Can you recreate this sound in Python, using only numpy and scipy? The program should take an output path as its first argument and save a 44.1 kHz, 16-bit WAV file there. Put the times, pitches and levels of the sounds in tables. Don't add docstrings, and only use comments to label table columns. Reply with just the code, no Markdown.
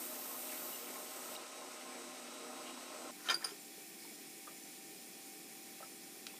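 import sys
import numpy as np
from scipy import signal
from scipy.fft import rfft, irfft, next_fast_len
from scipy.io import wavfile
from scipy.ndimage import uniform_filter1d

SR = 44100
rng = np.random.default_rng(int(sys.argv[2]) if len(sys.argv) > 2 else 0)


def amplitude_ratio(level_db):
    exponent = np.asarray(level_db, float) / 20
    return 10 ** exponent


def bounce(signal):
    frames = np.transpose(np.atleast_2d(signal))
    limited = np.clip(frames, -1, 1)
    pcm = np.round(limited * 32767).astype(np.int16)
    wavfile.write(sys.argv[1], SR, pcm)


N = 281799
CUT_S, CUT_DIP_S = 3.1125, .0012

# pitch_hz, level_db (per Hz)
DRONE_SPECTRUM = [(65, -64), (110, -28), (195, -13.5), (242, -9.5), (302, -6.5), (371, 0), (397, -7.5),
                  (483, -7.5), (850, -12), (1100, -32), (1870, -120)]
# pitch_hz, width_hz, level_db
HOUSING_BOOMS = [(272, 61, -7), (312, 13, -12), (526, 32, -22), (598, 155, 3.5), (710, 4.5, 6)]
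# pitch_hz, level_db (per Hz)
RATTLE_SPECTRUM = [(700, -19), (820, -0.5), (950, -5), (1050, 4), (1150, -10), (1260, 2.5), (1400, -3),
                   (1500, -5.5), (1800, -23.5)]
# start_s, rattle_db, motor_lift_db
GEAR_LOAD = [(0, 1, 4), (.25, 1.5, -2), (.55, 0, 3.5), (.67, 3, 0), (.82, -1, -3.5), (.9, 4, 3),
             (1.12, 0.5, -5), (1.35, 3, -1.5), (1.52, -0.5, -17), (1.62, 2, 1.5), (1.77, 0, -6),
             (1.95, 2, 1.5), (2.2, -1, 2), (2.35, 0.5, 2), (2.65, 2.5, 1.5), (2.75, 0.5, 4), (2.85, 0, 0),
             (2.92, 3.5, 0)]
# pitch_hz, level_db
GEAR_TONES = [(123.8, -83), (188.4, -77), (247.6, -61.5), (279.9, -65), (333.8, -67.5), (473.7, -68),
              (613.7, -65), (699.8, -74), (772, -64.5), (877.5, -76), (1040, -78.5), (1071, -69),
              (1249, -70)]
# pitch_hz, level_db
MOTOR_WHINE = [(3000, -80), (3849, -71.5), (3949, -80), (4048, -74.5), (5886, -75), (7897, -75),
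               (7998, -69.5)]
# pitch_hz, level_db (per Hz)
BEARING_SPECTRUM = [(820, -19.5), (1400, -10), (1690, -8.5), (1910, -6), (2910, -7), (3410, -8),
                    (3920, -8.5), (4650, -9.5), (6030, -7), (7220, -9.5), (8230, -6), (9750, -9.5),
                    (10700, -19), (14000, -14.5), (15300, -35)]
# pitch_hz, width_hz, level_db
CAGE_RINGS = [(2220, 41, -6), (2500, 45, -4.5), (2630, 37, -6), (2730, 40, -6), (4430, 40, -4),
              (5100, 110, -6), (6580, 21, -5), (8298, 30, -5)]
SHAFT_HZ = 32.8
DRONE_DB, RATTLE_DB, BEARING_DB = -58.5, -59, -53

# pitch_hz, level_db (per Hz)
NOZZLE_SPECTRUM = [(2000, -17), (4000, -14.5), (7000, -9.5), (8200, -3.5), (9300, -5), (10200, -10.5),
                   (11500, -4), (12200, -4.5), (12800, 0.5), (13500, -3), (14300, -1), (15200, -4)]
JET_DB, SHADE_S, SHADE_RAMP_S, SHADE_DB = -44, 0.64, 0.23, -3
SHADE_DULL, SHADE_HZ = 0.46, 11000
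VALVE_S, VALVE_DB, SHUT_DB_PER_S = 1.35, -48, 600

# start_s, level_db, pitch_hz, hold_s, fade_60db_s
LEVER_CLICKS = [(.7275, -48, 2950, .006, .03), (.742, -49, 2880, .005, .02), (.753, -52, 2920, .006, .03),
                (1.354, -45, 2810, 0.0037, 0.014), (1.352, -53, 5300, .004, .012),
                (1.363, -47, 3780, .003, .012), (1.575, -60, 2220, 0.012, .04),
                (1.808, -58, 2130, 0.013, 0.036), (2.108, -61, 2630, 0.024, .04),
                (2.655, -58, 2850, 0.027, .05)]
# start_s, peak_db, pitch_hz, fade_60db_s
HEAD_TICKS = [(.494, -40, 2670, .02), (.523, -40, 2220, .02), (.551, -47, 2250, .02),
              (.574, -49, 3020, .02), (.843, -44, 3000, .02), (.87, -42, 2270, 0.022),
              (.958, -44, 2180, .02), (1.806, -49, 2000, .02), (1.834, -58, 2400, .02),
              (1.923, -43, 2280, 0.022), (1.924, -61, 900, 0.027), (1.955, -43, 2150, .02),
              (2.668, -40, 2930, .02), (2.691, -43.5, 2850, 0.016), (2.776, -41, 1050, 0.047),
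              (2.916, -47, 1950, .02)]

# start_s, socket_clunk_db, overtone_db, lean_to_upper_modes_db
HANDLE_CLANKS = [(3.26, -50, -61.5, -4), (3.288, -32, -57, 9), (3.2972, -30, -60, 12),
                 (3.3005, -35.5, -43.5, 9), (3.306, -34, -50, 1), (3.310, -36.5, -46, 6),
                 (3.315, -41, -48, -3), (3.321, -50, -62, 4), (3.328, -53, -56, 4), (3.332, -55, -53, -2),
                 (3.3436, -39, -40.5, -6), (3.349, -50, -60, 2), (3.4435, -40.5, -43, 6),
                 (3.4465, -43, -42, -3), (3.454, -48, -55, -5), (3.471, -54, -54, 3), (3.493, -53, -51, 7),
                 (3.509, -53, -54, 11)]
# start_s, level_db, pitch_hz, hold_s, fade_60db_s
METAL_RINGS = [(3.288, -38, 3700, .003, .025), (3.288, -39, 3165, .003, .025),
               (3.297, -33, 3720, .004, .04), (3.297, -37, 3100, 0.0069, .04),
               (3.2975, -36, 1367, 0.017, .04), (3.298, -42.5, 2403, .012, .04),
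               (3.306, -37.5, 1773, .014, 0.056), (3.2985, -33, 4910, 0.019, .015),
               (3.305, -40, 5000, .012, .02), (3.322, -46, 4866, 0.0077, 0.029),
               (3.3415, -29, 4758, .003, 0.053), (3.3415, -38, 4870, .003, 0.063),
               (3.352, -46, 1467, 0.0073, .04), (3.414, -53, 4900, 0.0052, .03),
               (3.4235, -41, 1760, .004, 0.014), (3.455, -49, 9500, .008, .025),
               (3.4432, -31, 5080, 0.0045, 0.02), (3.4432, -40.5, 4795, 0.014, 0.064),
               (3.445, -38, 9100, .003, .04), (3.445, -39, 10550, 0.0035, 0.018),
               (3.482, -51, 4870, .008, .04), (3.503, -55, 5400, .006, .03), (3.516, -54, 5230, .006, .03),
               (6.2696, -33.5, 2500, .001, 0.0098), (3.297, -39, 1400, 0.0048, .025),
               (3.267, -46, 1400, .01, .03), (3.274, -50, 1760, .008, .02), (3.298, -45, 6300, .006, .02),
               (5.804, -51.5, 598, 0.0061, 0.035), (5.826, -52, 1300, 0.0076, .04),
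               (4.472, -48.5, 1194, 0.0081, .04), (6.34, -54, 1100, 0.0026, 0.027)]
# pitch_hz, level_db, fade_60db_s
BAR_OVERTONES = [(8400, 0, .02), (9200, 6.5, 0.057), (9800, -6, 0.04), (10600, -1, 0.028)]
# pitch_hz, level_db, fade_60db_s
SOCKET_MODES = [(340, -17, 0.076), (450, -7, 0.04), (754, -10.5, 0.091), (1050, -4, 0.057),
                (1300, -1, 0.035), (1386, -2, 0.032), (1500, -1, 0.036), (1763, -4, 0.062),
                (2160, -8, 0.035), (2400, -8, 0.041), (2850, -15, .025), (3114, 3, 0.033), (3634, -2, 0.02),
                (3890, -3, .02)]
# pitch_hz, level_db (per Hz)
CRASH_SPECTRUM = [(150, -61), (300, -6), (1400, -9), (3500, -3), (6300, 2), (7500, -9), (15000, -38)]
# hardest_press_s, level_db
PUSHES = [
    (3.205, -63),
    (3.31, -38.5),
    (3.446, -51),
    (3.49, -57),
]
PRESS_DB_PER_S, EASE_DB_PER_S = 303, 425
SWELL_S = .0016

# start_s, peak_db
PART_SNAPS = [(6.2679, -29), (6.2694, -31), (6.271, -39), (6.2755, -39), (6.2775, -47)]
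# pitch_hz, level_db, fade_60db_s
PART_MODES = [(3300, 5, .001), (2500, -22, .014), (1600, -17, .008), (3400, -19, .008), (4600, -19, .006),
              (7500, -20, .002)]
# start_s, level_db, pitch_hz, fade_60db_s
PART_TOUCHES = [(6.292, -53, 2600, .06), (6.307, -54, 2690, .04), (6.342, -52, 3430, .025),
                (6.366, -53, 3400, .025)]
# start_s, level_db
SCREW_SQUEAKS = [(3.989, -56), (4.025, -53), (4.076, -51), (4.097, -51)]
# pitch_hz, level_db, fade_60db_s
SQUEAK_MODES = [(2250, 0, 0.046)]
# start_s, peak_db, pitch_hz, fade_60db_s
JAW_KNOCKS = [(3.29, -49, 450, 0.067), (3.312, -36.5, 745, 0.059), (3.326, -40.5, 340, 0.095),
              (3.370, -43, 340, 0.049), (3.408, -43, 1350, .04), (3.435, -49, 1500, .012),
              (3.456, -43, 460, 0.07), (3.518, -42.5, 400, 0.079), (3.78, -47, 425, .05),
              (4.05, -49, 900, .03), (4.12, -54, 680, .04), (4.47, -46, 900, 0.025),
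              (4.473, -43, 1160, 0.038), (4.481, -51, 477, 0.037), (5.804, -41, 570, 0.018),
              (5.824, -44, 754, 0.025), (5.828, -45, 1280, 0.025), (5.837, -59, 820, 0.036),
              (6.34, -46, 786, 0.015)]
KNOCK_CUT_HZ = 1700
# start_s, peak_db, pitch_hz, fade_60db_s
PALM_SCUFFS = [(4.002, -50, 4860, .01), (4.02, -50, 5230, .01), (4.036, -51, 5000, .01)]

# pitch_hz, level_db (per Hz)
RUMBLE_SPECTRUM = [(65, -14), (110, -14.5), (186, -4.5), (238, -2.5), (264, -3), (337, -5.5), (516, -12),
                   (653, -12.5), (739, -9.5), (764, -10.5), (826, -15.5), (1350, -20), (1600, -19.5),
                   (2080, -51), (3520, -120)]
# pitch_hz, width_hz, level_db
DUCT_BOOMS = [(403, 34, 0.5), (436, 30, -9.5)]
# pitch_hz, level_db (per Hz)
LEAK_SPECTRUM = [(590, -28), (1000, -23), (1410, -13.5), (1810, -6.5), (2100, -9.5), (2270, -3), (2960, -6),
                 (4510, -4), (5230, -4), (6430, -3.5), (7200, -4), (8170, -3), (9580, -3.5), (14600, -4.5),
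                 (15300, -5.5)]
# pitch_hz, width_hz, level_db
PIPE_RINGS = [(1804, 50, -3), (2000, 33, -0.5), (2192, 63, -0.5), (2500, 200, -4.5), (3360, 60, -6.5),
              (4040, 31, -4), (5130, 25, -1), (5320, 30, -7), (5470, 30, 1), (6015, 40, -4), (6950, 60, -2),
              (7220, 33, 1), (7520, 73, -13), (7490, 30, -6), (7600, 50, -7), (8070, 30, -4),
              (8600, 36, -11), (9000, 36, 0), (9190, 80, -1), (9635, 70, -2), (10000, 40, -5)]
# pitch_hz, level_db
SHOP_HUM = [(295.5, -71.5), (337.5, -69.5), (780.9, -71), (1858, -79), (2008, -84), (2212, -82)]
RUMBLE_DB, LEAK_DB = -60.5, -53
STANDING_DB, STANDING_HZ = 1.2, 30

# pitch_hz, threshold_db (against nearby sound)
LINK_THRESHOLDS = [(100, -30), (1000, -12), (3000, -6), (8000, -4.5), (10000, -4), (11000, -3),
                   (15300, -2.5)]
TOP_HZ = 15310
# start_s, centre_hz
EAR_SPLITS = [(.757, 6300), (.757, 8000), (.757, 9000), (.895, 7650), (1.686, 9000), (2.613, 4950),
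              (3.612, 7000), (3.891, 8250), (4.634, 6300), (4.634, 7000), (4.845, 8250), (4.984, 4700),
              (5.631, 8250), (5.863, 4750), (5.863, 10300), (5.933, 6300), (6.026, 8250)]
SPLIT_S, SPLIT_WIDTH_HZ, SPLIT_DB = .04, 1300, 0


def spindle():
    t = np.arange(N) / SR
    throb = 1 + 0.19 * np.sin(2 * np.pi * SHAFT_HZ * t + smooth(0.93 * drift(0.62)))
    s, load_db, lift_db = np.transpose(GEAR_LOAD)
    load = amplitude_ratio(np.interp(t, s, load_db))
    lift = amplitude_ratio(np.interp(t, s, lift_db))
    drone = coloured(DRONE_SPECTRUM, HOUSING_BOOMS, lift_db=-1.0, patchy_db=-0.5, rate=4.1, count=6)
    rattle = coloured(RATTLE_SPECTRUM, patchy_db=1.0, rate=14.0, count=4)
    hiss = coloured(BEARING_SPECTRUM, CAGE_RINGS, patchy_db=0.62, rate=29.0, count=5)
    motor = amplitude_ratio(-1.5) * lift * tones(GEAR_TONES[:5], wobble_db=1.56, waver=1.46, rate=7.7)
    mesh = amplitude_ratio(-2.0) * load * tones(GEAR_TONES[5:], wobble_db=4.0, waver=2.1, rate=7.6)
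    whine = tones(MOTOR_WHINE, wobble_db=3.5, waver=0.78, rate=4.7)
    gears = throb * load * (amplitude_ratio(DRONE_DB) * drone + amplitude_ratio(RATTLE_DB) * rattle)
    return gears + amplitude_ratio(BEARING_DB) * hiss + motor + mesh + whine


def mist():
    t = np.arange(N) / SR
    shade = np.clip((t - SHADE_S) / SHADE_RAMP_S, 0, 1)
    jet_db = JET_DB + SHADE_DB * shade - SHUT_DB_PER_S * np.clip(t - VALVE_S, 0, 1)
    jet = coloured(NOZZLE_SPECTRUM, [(13500, 90, -3)], patchy_db=1.1, rate=4.1, count=5)
    high = signal.butter(2, SHADE_HZ, "high", fs=SR, output="sos")
    top = signal.sosfiltfilt(high, jet)
    band = signal.butter(2, [2300, 5600], "band", fs=SR, output="sos")
    click = signal.sosfilt(band, rng.standard_normal(N)) * cracks([VALVE_S], VALVE_DB + 6.0, fade_s=0.0069)
    return amplitude_ratio(jet_db) * (jet - SHADE_DULL * shade * top) + click


def levers():
    ticks = small_hits(HEAD_TICKS, smear_s=0.023, partner=1.13, trim_db=-2.5, damp=0.29)
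    return rings(LEVER_CLICKS, rough_db=4, waver=1.3) + ticks


def handle():
    s, clunk_db, overtone_db, lean_db = np.transpose(HANDLE_CLANKS)
    bar = rings(METAL_RINGS, rough_db=1.8, waver=.18)
    bar = bar + strike(s, overtone_db - 8.0, BAR_OVERTONES, spread_db=2.0)
    socket = strike(s, clunk_db - 7, SOCKET_MODES[:10], spread_db=2)
    socket = socket + strike(s, clunk_db + lean_db - 12.5, SOCKET_MODES[10:], spread_db=3.0)
    noise = coloured(CRASH_SPECTRUM, count=2)
    chatter = np.abs(signal.lfilter([1], [1, -.93], grit(500, 3.4)))
    crash = noise * (.5 + 0.28 * rms_one(chatter)) * cracks(s, clunk_db - 8.0, fade_s=0.006)
    tick = rng.standard_normal(N) * cracks(s, overtone_db - 2.5, fade_s=0.0044)
    return bar + socket + crash + tick + scrape(noise)


def scrape(noise):
    t = np.arange(N) / SR
    pressure = 0
    for at, db in PUSHES:
        slope_db = np.minimum(PRESS_DB_PER_S * (t - at), EASE_DB_PER_S * (at - t))
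        pressure = pressure + amplitude_ratio(db + slope_db)
    contact = grit(1200, 1.8)
    ringing = sum(amplitude_ratio(db) * ring(contact, hz, 0.27 * t60) for hz, db, t60 in SOCKET_MODES[2:10])
    return pressure * (rms_one(ringing) + 0.54 * noise)


def part_and_screw():
    s, db = np.transpose(PART_SNAPS)
    crack = strike(s, db, PART_MODES, spread_db=.5)
    squeak = strike(*np.transpose(SCREW_SQUEAKS), SQUEAK_MODES, spread_db=0)
    touches = sum(strike([at], level_db, [(hz, 0, t60)], spread_db=0)
                  for at, level_db, hz, t60 in PART_TOUCHES)
    return crack + squeak + touches


def knocks():
    s, db = np.transpose(JAW_KNOCKS)[:2]
    band = signal.butter(2, [420, 1500], "band", fs=SR, output="sos")
    body = signal.sosfilt(band, rng.standard_normal(N)) * cracks(s, db - 10.0, fade_s=0.026)
    thuds = body + small_hits(JAW_KNOCKS, smear_s=0.0046, partner=1.05, trim_db=-2.0, damp=0.37)
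    return signal.sosfilt(signal.butter(4, KNOCK_CUT_HZ, fs=SR, output="sos"), thuds)


def scuffs():
    return small_hits(PALM_SCUFFS, smear_s=0.02, partner=1.15, trim_db=2, damp=0.62)


def shop():
    rumble = coloured(RUMBLE_SPECTRUM, DUCT_BOOMS, patchy_db=-0.5, rate=4.3, count=5)
    leak = coloured(LEAK_SPECTRUM, PIPE_RINGS, lift_db=4.0, patchy_db=0.5, rate=8.5, count=6)
    hum = tones(SHOP_HUM, wobble_db=1.5, waver=0.46, rate=2.5)
    return amplitude_ratio(RUMBLE_DB) * rumble + amplitude_ratio(LEAK_DB) * leak + amplitude_ratio(2.0) * hum


def walls(x, t60):
    t = np.arange(round(.4 * SR)) / SR
    tail = signal.lfilter([1], [1, -.5], rng.standard_normal(len(t)))
    tail = tail * amplitude_ratio(-60 * t / t60) * (t > .006)
    return signal.fftconvolve(x, tail / np.sqrt(np.sum(tail ** 2)))[:N]


def coloured(spectrum, peaks=(), lift_db=0, patchy_db=6.0, rate=8.7, count=8):
    size = next_fast_len(N)
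    hz = np.arange(1, size // 2 + 2) * SR / size
    points = np.array(spectrum)
    gain = amplitude_ratio(np.interp(np.log(hz), np.log(points[:, 0]), points[:, 1]))
    for centre_hz, width_hz, db in peaks:
        gain = gain * (1 + amplitude_ratio(db + lift_db) / (1 + (2 * (hz - centre_hz) / width_hz) ** 2))
    ripple = np.interp(hz / STANDING_HZ, np.arange(2000), rng.standard_normal(2000))
    gain = gain * amplitude_ratio(STANDING_DB * ripple * (hz > 1500))
    shaped = gain * rfft(rng.standard_normal(size))
    place = np.interp(np.log(hz), np.log(points[[0, -1], 0]), [0, count - 1])
    out, together = 0, drift(rate / 2)
    for k in range(count):
        window = np.cos(np.pi / 2 * np.clip(place - k, -1, 1)) ** 2
        flicker = smooth(amplitude_ratio(patchy_db * (together / 2 + drift(rate))))
        out = out + flicker * irfft(shaped * window, size)[:N]
    return rms_one(out)


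def tones(lines, wobble_db, waver, rate):
    t, out = np.arange(N) / SR, 0
    for hz, db in lines:
        level = smooth(np.sqrt(2) * amplitude_ratio(db + wobble_db * drift(rate)))
        out = out + level * np.sin(2 * np.pi * hz * t + smooth(waver * drift(rate / 2)))
    return out


def rings(rows, rough_db, waver):
    out, t = np.zeros(N), np.arange(6000) / SR
    uneven = smooth(amplitude_ratio(rough_db * drift(120.0)))
    wander = smooth(waver * drift(60.0))
    for k, (s, db, hz, hold_s, t60) in enumerate(rows):
        i, own = round(s * SR), slice(6000 * k, 6000 * (k + 1))
        fade = amplitude_ratio(db - 60 * np.maximum(t - hold_s, 0) / t60)
        shape = uneven[own] * (1 - np.exp(-t / SWELL_S)) * fade
        tone = shape * np.sin(2 * np.pi * hz * t + wander[own])
        out[i:i + 6000] += (-1) ** k * tone[:N - i]
    return out


def ring(clicks, hz, t60):
    r, w = amplitude_ratio(-60 / (max(t60, .001) * SR)), 2 * np.pi * hz / SR
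    return signal.lfilter([.5, 0, -.5], [1, -2 * r * np.cos(w), r * r], clicks + 1e-18)


def strike(times, levels_db, modes, spread_db):
    at, out = np.round(np.array(times) * SR).astype(int), np.zeros(N)
    heard = out[at[0]:at[-1] + SR // 4]
    chance = rng.standard_normal((len(at), len(modes)))
    for k, (hz, db, t60) in enumerate(modes):
        clicks = np.zeros(len(heard))
        clicks[at - at[0]] = amplitude_ratio(levels_db + db + spread_db * chance[:, k]) * (-1) ** k
        heard += ring(clicks, hz, t60)
    return out


def small_hits(rows, smear_s, partner, trim_db, damp):
    out, t, contact = np.zeros(N), np.arange(N) / SR, grit(2500, 0.92)
    for s, db, hz, t60 in rows:
        i = round(s * SR)
        burst = contact[i:i + 6000] * np.exp(-t[:6000][:N - i] / smear_s)
        burst[0] = 3
        hit = ring(burst, hz, t60)
        hit = hit + 0.26 * ring(burst, partner * hz, damp * t60)
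        hit = hit + 1.0 * ring(burst, hz / partner, damp * t60)
        out[i:i + 6000] += amplitude_ratio(db + trim_db) * hit / np.max(np.abs(hit))
    return out


def grit(per_s, spread_db):
    sizes = amplitude_ratio(spread_db * np.minimum(rng.exponential(1, N), 4)) * rng.choice([-1, 1], N)
    return sizes * (rng.random(N) < per_s / SR)


def cracks(times, levels_db, fade_s):
    clicks = np.zeros(N)
    clicks[np.round(np.array(times) * SR).astype(int)] = amplitude_ratio(levels_db)
    return signal.lfilter([1], [1, -np.exp(-1 / (fade_s * SR))], clicks + 1e-18)


def drift(rate):
    r = np.exp(-80 * np.pi * rate / SR)
    slow = signal.lfilter([1], [1, -2 * r, r * r], rng.standard_normal(N // 40 + 2002))
    return rms_one(slow[2000:])


def smooth(slow):
    return np.interp(np.arange(N) / 40, np.arange(len(slow)), slow)


def rms_one(x):
    return x / np.sqrt(np.mean(x ** 2) + 1e-20)


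def scene():
    edge = (np.arange(N) / SR - CUT_S) / CUT_DIP_S
    running = spindle() + mist() + levers()
    hits = handle() + part_and_screw() + knocks() + scuffs()
    still = shop() + hits + amplitude_ratio(-12.5) * walls(hits, t60=0.15)
    mono = running * np.clip(-edge, 0, 1) + still * np.clip(edge, 0, 1)
    return np.array([mono, mono])


def dropouts(x):
    hz, _, cells = signal.stft(x, SR, nperseg=2048, noverlap=1024)
    power = np.abs(cells) ** 2 + 1e-20
    local = uniform_filter1d(uniform_filter1d(power, size=3, axis=0), size=3, axis=1)
    local_db = 10 * np.log10(local + 1e-20)
    steady_db = np.minimum(local_db, uniform_filter1d(local_db, size=41, axis=1) + 4)
    masker_db = uniform_filter1d(steady_db, size=45, axis=0, origin=14)
    margin_db = local_db - masker_db - np.interp(hz, *np.transpose(LINK_THRESHOLDS))[:, None]
    keep = .5 + .5 * np.tanh(margin_db / .5)
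    kept = cells * keep * (hz < TOP_HZ)[:, None]
    return signal.istft(kept, SR, nperseg=2048, noverlap=1024)[1][:N]


def splits(x):
    side, size = np.zeros(N), round(SPLIT_S * SR)
    for s, hz in EAR_SPLITS:
        i = round(s * SR) - size // 2
        edges_hz = [hz - SPLIT_WIDTH_HZ / 2, hz + SPLIT_WIDTH_HZ / 2]
        band = signal.butter(10, edges_hz, "band", fs=SR, output="sos")
        side[i:i + size] += np.hanning(size) * signal.sosfilt(band, x[i + size:i + 2 * size])
    return amplitude_ratio(SPLIT_DB) * side


def band_limit(x):
    return signal.sosfilt(signal.butter(12, 15910, fs=SR, output="sos"), x)


def record(dry):
    mono = signal.sosfilt(signal.butter(4, 150, "high", fs=SR, output="sos"), dry[0])
    floor = signal.lfilter([.02], [1, -.98], rng.standard_normal(N))
    mono = dropouts(mono + amplitude_ratio(-79.5) * floor)
    mix = mono + splits(mono) * [[1], [-1]]
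    return band_limit(mix)


dry = scene()
out = record(dry)
bounce(out)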